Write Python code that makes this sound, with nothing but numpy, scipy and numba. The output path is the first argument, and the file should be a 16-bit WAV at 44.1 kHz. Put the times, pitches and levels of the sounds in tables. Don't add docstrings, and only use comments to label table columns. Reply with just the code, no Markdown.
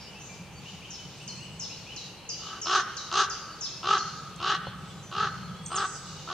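import sys
import numpy as np
from scipy import signal
from scipy.fft import rfft, irfft
from scipy.io import wavfile
from scipy.ndimage import uniform_filter1d
from numba import njit

SR = 44100
rng = np.random.default_rng(int(sys.argv[2]) if len(sys.argv) > 2 else 0)


def makeup_ratio(level_db):
    decades = np.asarray(level_db, float) / 20
    return 10 ** decades


def wav_record(signal):
    frames = np.transpose(np.atleast_2d(signal))
    bounded = np.clip(frames, -1, 1)
    quanta = np.round(bounded * 32767).astype(np.int16)
    wavfile.write(sys.argv[1], SR, quanta)


N = 279135
TIME = np.arange(N) / SR


def level(x, db):
    return x * makeup_ratio(db) / np.sqrt(np.mean(x ** 2) + 1e-18)


def walk(rate_hz):
    hold = int(SR / rate_hz)
    steps = np.repeat(rng.standard_normal(N // 20)[:N // hold + 1], hold)
    return 1.16 * uniform_filter1d(uniform_filter1d(steps, hold), hold)[:N]


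@njit
def svf(x, hz, width):
    y, band, low = np.empty(len(x)), 0., 0.
    for i in range(len(x)):
        g = np.tan(np.pi * hz[i] / SR)
        k = width / hz[i]
        v = (band + g * (x[i] - low)) / (1 + g * (g + k))
        band = 2 * v - band
        low = low + 2 * g * v
        y[i] = k * v
    return y


def resonate(x, hz, width_hz):
    centre = np.full(len(x), 1.) * hz
    return svf(svf(x, centre, 1.61 * width_hz), centre, 1.61 * width_hz)


def flap_gate(gone, chance):
    first_hz, last_hz = 79.6, 46.38
    flap_hz = np.interp(gone, [0, .18, .45, 1], [first_hz, .95 * first_hz, last_hz, .85 * last_hz])
    uneven = 1 + 1.6 * uniform_filter1d(chance, size=400)
    flap = .22 + np.cumsum(flap_hz * uneven) / SR
    sharpness = np.interp(gone, [0, .25, .45, 1], [.3, .55, 1.4, 2.5])
    shut = (.5 + .5 * np.cos(2 * np.pi * flap)) ** sharpness
    gate = 1 - np.interp(gone, [0, .28, .42, 1], [1, .95, .55, .4]) * shut
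    return flap, shut, gate


def syrinx_turns(gone, flap, top_hz, steady):
    drop, last_hz = .74, .92 * top_hz
    hz = np.interp(gone, [0, .3, drop - .08, drop + 0.058, 1.01],
                   [.8 * top_hz, .94 * top_hz, top_hz, last_hz, 1.1 * last_hz])
    bend = .06 * np.cos(2 * np.pi * (flap - .12))
    return np.cumsum(hz * (1 - steady * bend)) / SR


def syrinx_pulses(turns, early_late, strength):
    size, jitter_cycles, shimmer_db = len(turns), .025, 2.0
    cycle = np.arange(1, int(turns[-1]))
    when = np.interp(cycle + jitter_cycles * early_late[cycle], turns, np.arange(size))
    force = makeup_ratio(shimmer_db * strength[cycle])
    pulses = np.zeros(size + 1)
    np.add.at(pulses, when.astype(int), force * (1 - when % 1))
    np.add.at(pulses, when.astype(int) + 1, force * (when % 1))
    return level(pulses[:size] - pulses.mean(), 0)


# (pitch_hz, width_hz, level_db)
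THROAT_HOLLOWS = [
    (560, 110, -25),
    (923, 336, -10),
    (1140.6, 49.6, 1),
    (1293, 79.4, 6),
    (1520, 101, -4),
]


def throat_ring(rough, gone, open_hz):
    hollow_db = 10.5 * np.clip(1 - gone / 0.21, 0, 1)
    ring = 0
    for k, (hz, width_hz, db) in enumerate(THROAT_HOLLOWS):
        ring = ring + (-1) ** k * makeup_ratio(db + hollow_db * (hz < 1000)) * resonate(rough, hz, width_hz)
    beak_shut_hz = 1463
    beak_hz = beak_shut_hz + (open_hz - beak_shut_hz) * gone
    return ring - makeup_ratio(-6) * resonate(rough, beak_hz, 172.0)


# (pitch_hz, width_hz, level_db)
RASP_RINGS = [
    (2820, 435, 6.5),
    (3800, 2500, 3),
    (4720, 3200, -1.5),
    (6300, 460, -0.5),
    (8630, 2700, -47),
]


def beak_rasp(torn, gone, tilt_db):
    opening_db = -2.8 * np.clip(1 - gone / 0.86, 0, 1)
    rasp = 0
    for k, (hz, width_hz, db) in enumerate(RASP_RINGS):
        rasp = rasp + (-1) ** k * makeup_ratio(db + k * (tilt_db + opening_db)) * resonate(torn, hz, width_hz)
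    return signal.sosfilt(signal.butter(3, 6400, fs=SR, output="sos"), rasp)


# (share_of_croak_0_to_1, level_db, rasp_above_throat_db, lowest_partial_db)
EFFORT = [
    (0, -27.5, 9, -9),
    (.04, -7.5, 2.5, -7),
    (.2, -1.5, -1.5, -19),
    (.45, -1.5, -1.5, -15),
    (.65, -0.5, -3.25, -19.5),
    (.78, -4.5, -5.5, -10),
    (.86, -0.5, -5, -34),
    (1, -17, -10, -17),
]
# (time_s, rasp_db, rasp_tilt_db_per_ring)
FACING = [
    (2.5, -5, 3.5),
    (3.2, -3.5, 4.5),
    (3.9, -8, 1.6),
    (4.5, -4, 0.4),
    (5.2, -10, 1.3),
    (6.3, -10, 1),
]


def croak(start_s, length_s, db, top_hz, open_hz):
    start, size = int(start_s * SR), int(length_s * SR) + 1200
    t = np.arange(size) / SR
    gone = np.clip(t / length_s, 0, 1)
    share, *columns = np.transpose(EFFORT)
    effort_db, rasp_db, low_db = (np.interp(gone, share, c) for c in columns)
    facing_s, *columns = np.transpose(FACING)
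    facing_db, tilt_db = (np.interp(start_s, facing_s, c) for c in columns)

    early_late, strength, breath, flutter, hiss = rng.standard_normal((5, 16000))[:, :size]
    flap, shut, gate = flap_gate(gone, flutter)
    steady = np.interp(gone, [.69, .78], [1, .35])
    turns = syrinx_turns(gone, flap, top_hz, steady)
    clean = syrinx_pulses(turns, early_late, strength) * gate
    puff = gate * (.15 + np.exp(-(turns % 1) / .35))
    rough = clean + steady * .28 * level(puff * breath, 0)
    torn = clean + .7 * level(puff * hiss, 0)

    throat = throat_ring(rough, gone, open_hz)
    rasp = beak_rasp(torn, gone, tilt_db)
    low = (1 - 0.6 * shut) * np.clip(gone / .25, 0, 1) * np.sin(2 * np.pi * turns)
    voice = np.array([level(throat, 0) + makeup_ratio(low_db) * level(low, 0),
                      makeup_ratio(rasp_db + facing_db) * level(rasp, 0)])
    ends = np.clip(t / .003, 0, 1) * np.clip((length_s + 0.021 - t) / 0.063, 0, 1)
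    out = np.zeros((2, N + size))
    out[:, start:start + size] = voice * ends * makeup_ratio(db + effort_db)
    return out[:, :N]


# (start_s, length_s, level_db, highest_pitch_hz, open_beak_ring_hz)
CROAKS = [
    (2.379, 0.24, -43.5, 407.5, 1710),
    (2.654, .17, -22.5, 392.1, 1770),
    (3.112, 0.15, -22.5, 405.1, 1720),
    (3.827, 0.17, -22, 408.8, 1630),
    (4.399, 0.18, -26, 401.3, 1870),
    (5.111, .19, -27, 418, 1820),
    (5.7, .18, -27, 401.5, 1680),
    (6.271, 0.18, -28.5, 401, 1570),
]


def raven():
    throat, rasp = sum(croak(*row) for row in CROAKS)
    return (trunks(throat, -11, pan_db=0.2, near=.7, patchy_db=1.5)
            + trunks(rasp, -4, pan_db=0.6, near=.8))


def whistle(notes, flutter_db=2.0, trill_hz=0., swing_hz=0., sweep_db=0., attack=0.15):
    out = np.zeros(N + SR)
    for start_s, first_hz, last_hz, glide_s, length_s, db in notes:
        t = np.arange(int(length_s * SR)) / SR
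        left = np.exp(-t / glide_s)
        trill = swing_hz * np.sin(2 * np.pi * trill_hz * t)
        hz = last_hz + (first_hz - last_hz) * left + trill
        ends = np.clip(np.minimum(t / attack, (length_s - t) / .25) / length_s, 0, 1)
        shape = ends * makeup_ratio(db + 2.5 + sweep_db * left)
        start = max(int(start_s * SR), 0)
        out[start:start + len(t)] += shape * np.sin(2 * np.pi * np.cumsum(hz) / SR)
    return out[:N] * makeup_ratio(flutter_db * walk(90))


def gliding(notes):
    return [(start_s, first_hz, last_hz, .7 * length_s, length_s, db)
            for start_s, first_hz, last_hz, length_s, db in notes]


# (start_s, held_pitch_hz, level_db)
WARBLER = [
    (0.903, 5320, -48),
    (1.276, 4150, -44),
    (1.595, 5234, -42),
    (1.961, 3800, -42),
    (2.289, 4654, -38),
    (2.614, 5330, -40),
    (2.967, 3730, -39.5),
    (3.297, 4710, -41),
    (3.608, 5200, -39),
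    (3.978, 4170, -40.5),
]


def warbler():
    fall_from_hz, fall_s, flick_s = 7550, .0065, 0.027
    held, flicks = [], []
    for start_s, hz, db in WARBLER:
        hold_s = 0.016 * hz / 1000 - 0.026
        held_db = db + 2.5 * (hz - 5000) / 1000
        held.append((start_s, fall_from_hz, hz, fall_s, hold_s, held_db))
        if hz > 5000:
            flicks.append((start_s + .04, hz, 2760, flick_s / 2, flick_s, db - 10.5))
    song = whistle(held + flicks, 1.33, sweep_db=15.5, attack=0.075)
    return trunks(song, 1.3, lag=2.3, pan_db=1.0, near=1.35, patchy_db=1.0)


# (start_s, first_pitch_hz, last_pitch_hz, length_s, level_db)
THRUSH = [(.02, 2330, 2380, 0.038, -59), (.065, 2700, 3180, 0.025, -49), (.14, 2450, 2844, .05, -53),
          (.29, 2370, 2360, 0.028, -49), (.38, 2370, 2270, .036, -65), (.47, 2370, 2350, 0.056, -79),
          (.64, 2400, 3540, 0.069, -51.5), (.68, 3200, 2320, .025, -51.5), (.815, 2150, 3700, 0.054, -48),
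          (.92, 2920, 3110, 0.16, -59.5), (1.2, 2400, 3220, 0.025, -49.5), (1.27, 3050, 3010, .09, -56),
          (1.36, 2300, 3280, 0.1, -51), (1.5, 2950, 2820, .14, -63), (1.69, 2300, 3300, 0.058, -49.5),
          (1.86, 2250, 3370, 0.07, -49), (2.17, 4000, 4460, 0.035, -56), (2.255, 2500, 3045, .068, -53.5),
          (2.44, 2900, 3050, 0.083, -51)]


def thrush():
    song = whistle(gliding(THRUSH), 2.9, sweep_db=-1.0)
    return trunks(song, .5, lag=-1.3, pan_db=2.5, near=.1, patchy_db=0.5)


# (start_s, first_pitch_hz, last_pitch_hz, length_s, level_db)
TREETOP = [(0., 5600, 5250, 0.096, -57), (.55, 4600, 4530, 0.06, -55.5), (1.1, 4950, 2960, .035, -51),
           (1.14, 8500, 7480, .55, -64), (1.71, 3920, 4050, 0.067, -54.5), (3.4, 4420, 4620, 0.19, -54.5),
           (4.361, 9870, 4000, 0.0042, -43), (4.75, 8130, 7740, .33, -69), (4.89, 3480, 3370, 0.13, -58),
           (4.9, 7270, 7040, 0.26, -62), (5.02, 6190, 6000, 0.094, -54), (5.46, 4510, 4350, .29, -67),
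           (5.563, 5680, 9400, 0.01, -56), (5.62, 8450, 7596, 0.41, -47.5),
           (5.66, 8150, 4870, 0.0081, -40.5), (5.751, 8200, 3300, 0.047, -37),
           (6.1, 3800, 3590, 0.47, -61.5)]


def treetop_birds():
    return trunks(whistle(gliding(TREETOP), 3.5), -5, lag=1, pan_db=-1.0)


# (start_s, first_pitch_hz, last_pitch_hz, length_s, level_db)
TRILLS = [
    (.002, 4950, 4850, 0.036, -49),
    (.185, 6200, 6610, 0.13, -54.5),
    (.21, 7160, 7330, .11, -58),
    (.6, 3410, 3410, 0.11, -62.5),
    (5.87, 6300, 6850, 0.041, -52),
]


def trilling_birds():
    return trunks(whistle(gliding(TRILLS), 3.0, trill_hz=62.4, swing_hz=345.0), 1.6, lag=2.7)


def chatter(count=90, lo_hz=2700., hi_hz=4615.0, db=-65.5):
    moment, pitch, slide, length, faint = rng.random((count, 5)).T
    hz = lo_hz * (hi_hz / lo_hz) ** pitch
    first_hz = hz * (.93 + .14 * slide)
    notes = np.transpose([1.6 + moment * 4.7, first_hz, hz, np.full(count, .04),
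                          .035 + .04 * length, db - 6 * faint - 7 * moment])
    return trunks(whistle(notes, 8.8), 6.4, lag=-1.2)


# (start_s, pitch_hz, ring_s, level_db)
KNOCKS = [
    (4.67, 990, 0.025, -36),
    (4.67, 790, 0.018, -27),
    (4.67, 560, 0.065, -35.5),
    (4.681, 115, 0.1, -33),
]


def knocks():
    out = 0
    for start_s, hz, ring_s, db in KNOCKS:
        fading = makeup_ratio(db - 60 * np.maximum(TIME - start_s, 0) / ring_s) * (TIME > start_s)
        out = out + fading * np.sin(2 * np.pi * hz * (TIME - start_s))
    return out


# (pitch_hz, fade_s)
TAIL_FADE = [(300, 0.98), (800, 0.3), (1300, 1.42), (4000, 1.02), (9000, 0.34)]


def trunks(x, wet_db, lag=0, pan_db=0., near=1.0, patchy_db=6.5):
    t = TIME[:SR]
    noise = pair([(20, 0.0073), (20000, 0)])[:, :SR]
    tail = 0
    for hz in 250 * 2 ** np.arange(0, 5.6, .5):
        band = np.array([svf(side, np.full(SR, hz), hz / 3) for side in noise])
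        tail = tail + band * makeup_ratio(-60 * t / along(TAIL_FADE, hz))
    build_up = np.clip(t / 0.0092, 0, 1)
    near_branches = 1 + near * np.exp(-t / 0.023)
    patches = makeup_ratio(patchy_db * walk(35.9)[:SR])
    tail = level(tail * build_up * near_branches * patches, wet_db) / np.sqrt(SR)
    direct = np.array([x, np.roll(x, int(lag))])
    echo = signal.fftconvolve(x[None], tail, axes=1)[:, :N]
    return (direct + echo) * makeup_ratio(np.array([[pan_db], [-pan_db]]) / 2)


def along(table, hz):
    table_hz, value = np.transpose(table)
    return np.interp(np.log(np.maximum(hz, 1)), np.log(table_hz), value)


# (pitch_hz, likeness_0_to_1)
ALIKE = [(60, 0.4), (130, 0.98), (290, 0.82), (640, 0.91), (1410, 0.86), (3100, 0.65), (6820, 0.04),
         (15000, 0.15)]


def pair(hz_db):
    hz = np.arange(N // 2 + 1) * SR / N
    alike = np.clip(along(ALIKE, np.maximum(hz, 95)), 0, 1)
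    mid, side = rfft(rng.standard_normal((2, N))) * makeup_ratio(along(hz_db, hz))
    opposite = np.array([[1], [-1]])
    return irfft(np.sqrt(1 + alike) * mid + np.sqrt(1 - alike) * side * opposite, N)


# (time_s, level_db)
TRAFFIC = [(0, -47), (.69, -45), (1.1, -47.5), (1.4, -42), (1.83, -46.5), (2.3, -64), (3.3, -60),
           (3.9, -44.5), (4.4, -44), (4.75, -39.5), (5.0, -39.5), (5.3, -35), (5.55, -36), (5.9, -47),
           (6.13, -39.5), (6.33, -50)]


def traffic():
    colour = [(30, -48), (70, -9.5), (110, -6.0), (150, 1.5), (185, 0.5), (240, -18), (400, -71)]
    traffic_db = np.interp(TIME, *np.transpose(TRAFFIC))
    return level(pair(colour), 0) * makeup_ratio(traffic_db - 5.5 + 2.0 * walk(18))


# (pitch_hz, level_db_per_hz)
MURMUR = [(200, -28), (330, -4.5), (600, 2.5), (800, 5), (1000, -25), (1600, 0), (2200, -25)]


def road_murmur():
    return level(pair(MURMUR), -63.5) * makeup_ratio(2.2 * walk(5.7))


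def far_chorus():
    low_colour = [(1500, -81), (2200, -5.5), (2400, -1.5), (2950, -0.5), (3300, -4.0), (4500, -65)]
    high_colour = [(2500, -57), (3500, -2.0), (5400, -3.5), (6600, -4.0), (7400, -10.5), (9000, -67)]
    low_db = -44 - TIME - 12.5 + 2.0 * walk(16)
    high_db = -50 - 5.0 + 4.6 * walk(8)
    return level(pair(low_colour), 0) * makeup_ratio(low_db) + level(pair(high_colour), 0) * makeup_ratio(high_db)


# (pitch_hz, level_db_per_hz)
FOREST = [(15, -46), (25, -53), (43, -6), (160, 1), (253, -8), (469, -7), (722, -14), (803, -8),
          (1620, -18), (2120, -16.5), (2770, -19.5), (3250, -24), (6380, -28), (7910, -26.5),
          (15500, -39.5)]


def still_air():
    return level(pair(FOREST), -49)


def scene():
    calls = raven() + warbler() + thrush() + treetop_birds() + trilling_birds() + chatter()
    background = traffic() + road_murmur() + far_chorus() + still_air()
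    return calls + knocks() + background


def roll_off(x):
    return signal.sosfilt(signal.butter(12, 15640, fs=SR, output="sos"), x)


def record(dry):
    return roll_off(dry)


dry = scene()
out = record(dry)
wav_record(out)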